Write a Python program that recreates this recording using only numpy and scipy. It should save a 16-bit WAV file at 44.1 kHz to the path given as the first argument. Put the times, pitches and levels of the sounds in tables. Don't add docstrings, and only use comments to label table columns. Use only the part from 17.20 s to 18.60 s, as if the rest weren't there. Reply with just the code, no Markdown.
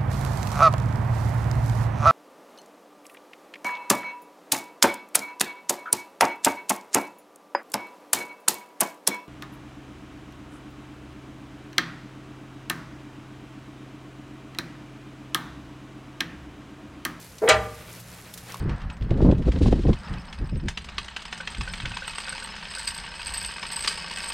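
import sys
import numpy as np
from scipy import signal
from scipy.fft import rfft, irfft, next_fast_len
from scipy.io import wavfile
from scipy.ndimage import uniform_filter1d, map_coordinates

SR = 44100
rng = np.random.default_rng(int(sys.argv[2]) if len(sys.argv) > 2 else 0)


def transcribe(u):
    v = np.clip(np.atleast_2d(u).T, -1, 1)
    q = np.round(v * 32767).astype(np.int16)
    wavfile.write(sys.argv[1], SR, q)


N = 61739
TOP_HZ = 15950


def amp(db):
    return 10 ** (np.asarray(db) / 20)


def unit(x):
    return x / np.sqrt(np.mean(x ** 2) + 1e-20)


def along(points, hz):
    point_hz, values = np.transpose(points)
    return np.interp(np.log(hz + 1), np.log(point_hz + 1), values)


def since(start_s):
    return np.maximum(np.arange(N) / SR - start_s, 0)


def curves(rows):
    times, *columns = np.transpose(rows)
    return [np.interp(since(0), times, column) for column in columns]


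def wobble(knots_per_s):
    knots = rng.standard_normal(1024)
    steps = np.arange(0, N + 16, 16)
    return np.interp(np.arange(N), steps, map_coordinates(knots, [steps * knots_per_s / SR], mode="wrap"))


def filtered(x, response):
    size = next_fast_len(N + SR // 2)
    return irfft(rfft(x, size) * response(np.fft.rfftfreq(size, 1 / SR)), size)[..., :N]


def coloured(x, spectrum):
    return unit(filtered(x, lambda hz: amp(along(spectrum, hz))))


def shaped(x, gain):
    hz, t, frames = signal.stft(x, SR, nperseg=256)
    return signal.istft(frames * gain(hz[:, None], t), SR, nperseg=256)[1][:N]


def delayed(x, start_s):
    return np.pad(x, (round(start_s * SR), 0))[:N]


def outdoor_air():
    # freq_hz, gain_db
    colour = [(15, -44), (30, -9), (60, -4), (115, -3), (220, -7), (320, -12.5), (700, -17), (1800, -19.5),
              (3400, -26.5), (6000, -28), (11000, -30), (15800, -59)]
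    # time_s, level_db
    ride = [(0, -50), (.55, -47), (.75, -52), (.87, -48.5), (1.22, -47.5), (1.32, -52), (1.4, -73)]
    return amp(curves(ride)[0]) * coloured(rng.standard_normal(N), colour)


def cloth_rustle():
    # freq_hz, gain_db
    colour = [(100, -8), (350, 1), (1100, -3), (2400, -2.5), (5000, -13), (12000, -17.5)]
    # time_s, level_db
    swells = [(0, -48.5), (.15, -57.5), (.55, -52), (.74, -47.5), (.86, -54), (.93, -51.5), (1.05, -54),
              (1.075, -50.5), (1.11, -53), (1.13, -54.5), (1.24, -53), (1.32, -44.5), (1.4, -50)]
    return amp(curves(swells)[0] + 2.24 * wobble(40.28)) * coloured(rng.standard_normal(N), colour)


def motor_hum():
    # pitch_hz, level_db
    partials = [(59.5, -87), (118.6, -51.5), (177.6, -54.5)]
    # time_s, gain_db
    ride = [(0, -1.5), (.55, -14), (.72, 3), (1.05, -3.5), (1.4, 4.5)]
    hum = np.zeros(N)
    for hz, db in partials:
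        level = amp(db + 0.75 * wobble(15.5))
        hum += level * unit(np.sin(2 * np.pi * hz * since(0) + 0.31 * wobble(10.6)))
    return amp(curves(ride)[0]) * hum


def grill_sizzle(spits_per_s=2000):
    # freq_hz, gain_db
    colour = [(1500, -25), (4000, -0.5), (9000, -3), (12000, -1), (16000, -15.5)]
    # time_s, level_db
    flares = [(0, -48.5), (.1, -55.5), (.5, -57.5), (.56, -52.5), (.62, -56.5), (.69, -55.5), (.73, -48.5),
              (.86, -55), (.94, -50), (1.03, -55), (1.4, -53)]
    spits = (rng.random(N) < spits_per_s / SR) * rng.standard_normal(N)
    puffs = np.sqrt(uniform_filter1d(spits ** 2, size=60).clip(0))
    fizz = puffs * rng.standard_normal(N)
    return amp(curves(flares)[0]) * coloured(fizz, colour)


def ticks():
    # start_s, level_db, t60_s, centre_hz, width_octaves
    cues = [(.183, -41, 0.056, 3900, 0.93), (.728, -40.5, 0.034, 8050, 0.63), (.801, -42, 0.043, 7100, 1.1),
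            (1.057, -45, 0.032, 3970, 0.043), (1.139, -32.5, 0.039, 7300, 1.3),
            (1.176, -37.5, 0.073, 4360, 1.6), (1.3216, -28, 0.0063, 5600, 0.39),
            (1.3433, -33.5, 0.026, 3560, 1.03)]
    out = np.zeros(N)
    for start_s, db, t60, centre_hz, octaves in cues:
        band = lambda hz: np.exp(-.5 * (np.log2((hz + 1) / centre_hz) / octaves) ** 2)
        burst = unit(filtered(rng.standard_normal(N), band))
        out += delayed(burst * amp(db - 60 * since(0) / t60), start_s)
    return out


def hinge_groan(attack_s=0.0026, release_s=0.0067, rasp_db=-9, ring_db=-16):
    # time_s, slip_rate_hz, level_db
    gesture = [(.218, 403.5, -21.5), (.226, 422, -22), (.243, 441.6, -18.5), (.252, 407, -22),
               (.26, 458.7, -20), (.278, 463.4, -22), (.292, 505, -13.5), (.312, 498, -59)]
    # freq_hz, gain_db
    colour = [(60, -23), (170, -6), (350, -3.5), (700, 0), (1100, -11), (2200, -17), (3000, -38),
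              (8000, -38.5)]
    slip_hz, db = curves(gesture)
    phase = 2 * np.pi * np.cumsum(slip_hz * (1 + .015 * wobble(195.8))) / SR
    tone = unit(np.sin(phase) * amp(.8 * wobble(154.2)))
    slips = rng.standard_normal(N) * (1 + np.cos(phase)) ** 2
    lid_response = lid_ring([(0.0078, 0, TOP_HZ)])
    ring = coloured(signal.fftconvolve(slips, lid_response)[:N], colour)
    gate = (1 - np.exp(-since(gesture[0][0]) / attack_s)) * np.exp(-since(gesture[-1][0]) / release_s)
    return gate * amp(db) * (tone + amp(rasp_db) * coloured(slips, colour) + amp(ring_db) * ring)


def lid_ring(blows, build_cycles=5, waver_per_s=33.77):
    # pitch_hz, level_db, t60_s
    modes = [(462, -27, 0.6), (489.4, -20, 0.17), (612, -25.5, 0.6), (634, -15.5, .35), (685, -28, 0.27),
             (768, -29, 0.55), (784.6, -26, 0.45), (911, -27, 0.29), (1000, -30.5, 0.4),
             (1169, -35.5, 0.76), (1202.7, -22, 0.45), (1369, -22, 0.23), (1391, -21.5, 0.16),
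             (1550, -20, 0.16), (1620, -31, 0.37), (1682, -30.5, 0.36), (1784, -26, 0.35),
             (1939, -25, 0.27), (1980, -38, 0.78), (2260, -24.5, 0.29), (2279, -22, 0.2), (2637, -24, 0.14),
             (2893, -24, 0.13), (3037, -23, 0.15), (3130, -30, 0.14), (3620, -32, 0.099),
             (3900, -21, 0.083), (4060, -26, 0.17), (4370, -32, 0.2), (4900, -31.5, 0.17),
             (5400, -41, 0.071), (6290, -31, 0.15), (6905, -29.5, 0.15), (7660, -34, 0.058),
             (7920, -42, 0.14), (8915, -31, 0.12)]
    ring = np.zeros(N)
    steps = np.arange(0, N, 16)
    start_s, blow_db, bright_hz = np.transpose(blows)[:, :, None]
    age = np.maximum(steps / SR - start_s, 0)
    for hz, db, t60 in modes:
        fed = amp(blow_db - 60 * age / t60) * (1 - np.exp(-age * hz / build_cycles))
        energy = np.sum(fed ** 2 / (1 + (hz / bright_hz) ** 6), axis=0)
        envelope = np.interp(np.arange(N), steps, np.sqrt(energy))
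        phase = 2 * np.pi * (hz * since(0) + rng.random()) + .22 * wobble(waver_per_s)
        ring += envelope * amp(db + 1.5 * wobble(waver_per_s)) * np.sin(phase)
    return ring


def lid_clank(clash_db=-13, crack_db=-17.5, crack_t60_s=0.027, ridge_spacing_hz=65, ridge_db=6.5):
    # start_s, level_db, brightness_hz
    blows = [(0.2193, -13, 910), (0.2763, -5, 2920), (.289, -1.5, 15100), (.294, -2.5, 12200),
             (.3095, -9, 3000)]
    # freq_hz, gain_db
    clash_colour = [(80, -46), (170, -12.5), (280, -16.5), (400, 0), (900, -7.5), (1100, -12), (1600, -2),
                    (2400, -2.5), (3300, -5.5), (4600, -12.5), (7000, -11.5), (8900, -12), (9700, -26.5),
                    (13000, -24), (16000, -47)]
    # freq_hz, t60_s
    clash_decay = [(150, 0.63), (500, .33), (1500, .31), (2800, 0.16), (4500, 0.18), (8000, 0.086),
                   (13000, 0.063)]
    # freq_hz, gain_db
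    crack_colour = [(500, -31), (2500, 0.5), (5000, -3), (8500, -1), (9800, -9.5), (13000, -10.5),
                    (16000, -27)]
    out = lid_ring(blows)
    ridges = rng.uniform(-1, 1, 2048)
    overtones = lambda hz: amp(ridge_db * map_coordinates(ridges, [hz / ridge_spacing_hz], mode="wrap"))

    def clash_envelope(hz, age_s, build_cycles=1.5):
        attack = 1 - np.exp(-(age_s + 0.00055) * hz / build_cycles)
        return attack * amp(-60 * age_s / along(clash_decay, hz))

    for start_s, db, bright_hz in blows:
        metal = filtered(rng.standard_normal(N), overtones)
        clash = shaped(coloured(metal, clash_colour), clash_envelope)
        crack = coloured(rng.standard_normal(N), crack_colour) * amp(-60 * since(0) / crack_t60_s)
        blow = amp(clash_db) * clash + amp(crack_db) * crack
        lowpass = signal.butter(4, bright_hz, fs=SR, output="sos")
        out += amp(db) * delayed(signal.sosfilt(lowpass, blow), start_s)
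    return out


def barrel_boom(start_s=.303, rise_s=0.031):
    # pitch_hz, level_db, t60_s
    modes = [(64.9, -27, 0.71), (111, -29.5, 0.81), (190.1, -31.5, 0.58)]
    age = since(start_s)
    boom = np.zeros(N)
    for hz, db, t60 in modes:
        envelope = amp(db - 60 * age / t60 + 3.5 * wobble(20.3))
        boom += envelope * np.sin(2 * np.pi * hz * age + 0.23 * wobble(26))
    return (1 - np.exp(-age / rise_s)) * boom


def double_knock(pitch_hz=1070, t60_s=0.012, rise_s=0.00039):
    # start_s, level_db
    cues = [(1.3435, -20), (1.3581, -27.5)]
    out = np.zeros(N)
    for start_s, db in cues:
        age = since(start_s)
        envelope = amp(db - 60 * age / t60_s) * (1 - np.exp(-age / rise_s))
        out += envelope * np.sin(2 * np.pi * pitch_hz * age)
    return out


def yard_reverb(x, wet_db=-16.5):
    # freq_hz, t60_s
    decay = [(100, 0.82), (1500, 0.62), (3500, 0.51), (12000, 0.45)]
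    tail = shaped(rng.standard_normal(N), lambda hz, age_s: amp(-60 * age_s / along(decay, hz)))
    return amp(wet_db) * signal.fftconvolve(x, tail / np.linalg.norm(tail))[:N]


def spread(mid, width, delay_s):
    side = filtered(mid, lambda hz: amp(along(width, hz)) * np.exp(-2j * np.pi * hz * delay_s))
    return np.array([mid + side, mid - side])


def scene():
    # freq_hz, side_db
    front_width = [(60, -41), (130, -53), (290, -31), (640, -25), (1410, -14.5), (3100, -14), (6820, -12.5),
                   (15000, -23)]
    # freq_hz, side_db
    bed_width = [(60, -37), (130, -45), (290, -25), (640, -16), (1410, -12.5), (3100, -14.5), (6820, -11),
                 (15000, -29)]
    front = hinge_groan() + lid_clank() + barrel_boom() + ticks() + double_knock()
    front += yard_reverb(front)
    bed = outdoor_air() + cloth_rustle() + motor_hum() + grill_sizzle()
    return spread(front, front_width, delay_s=.0023) + spread(bed, bed_width, delay_s=.011)


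def record(dry):
    ceiling = .9
    rounded = dry / (1 + (dry / ceiling) ** 6) ** (1 / 6)
    return filtered(rounded, lambda hz: hz < TOP_HZ)


dry = scene()
out = record(dry)
transcribe(out)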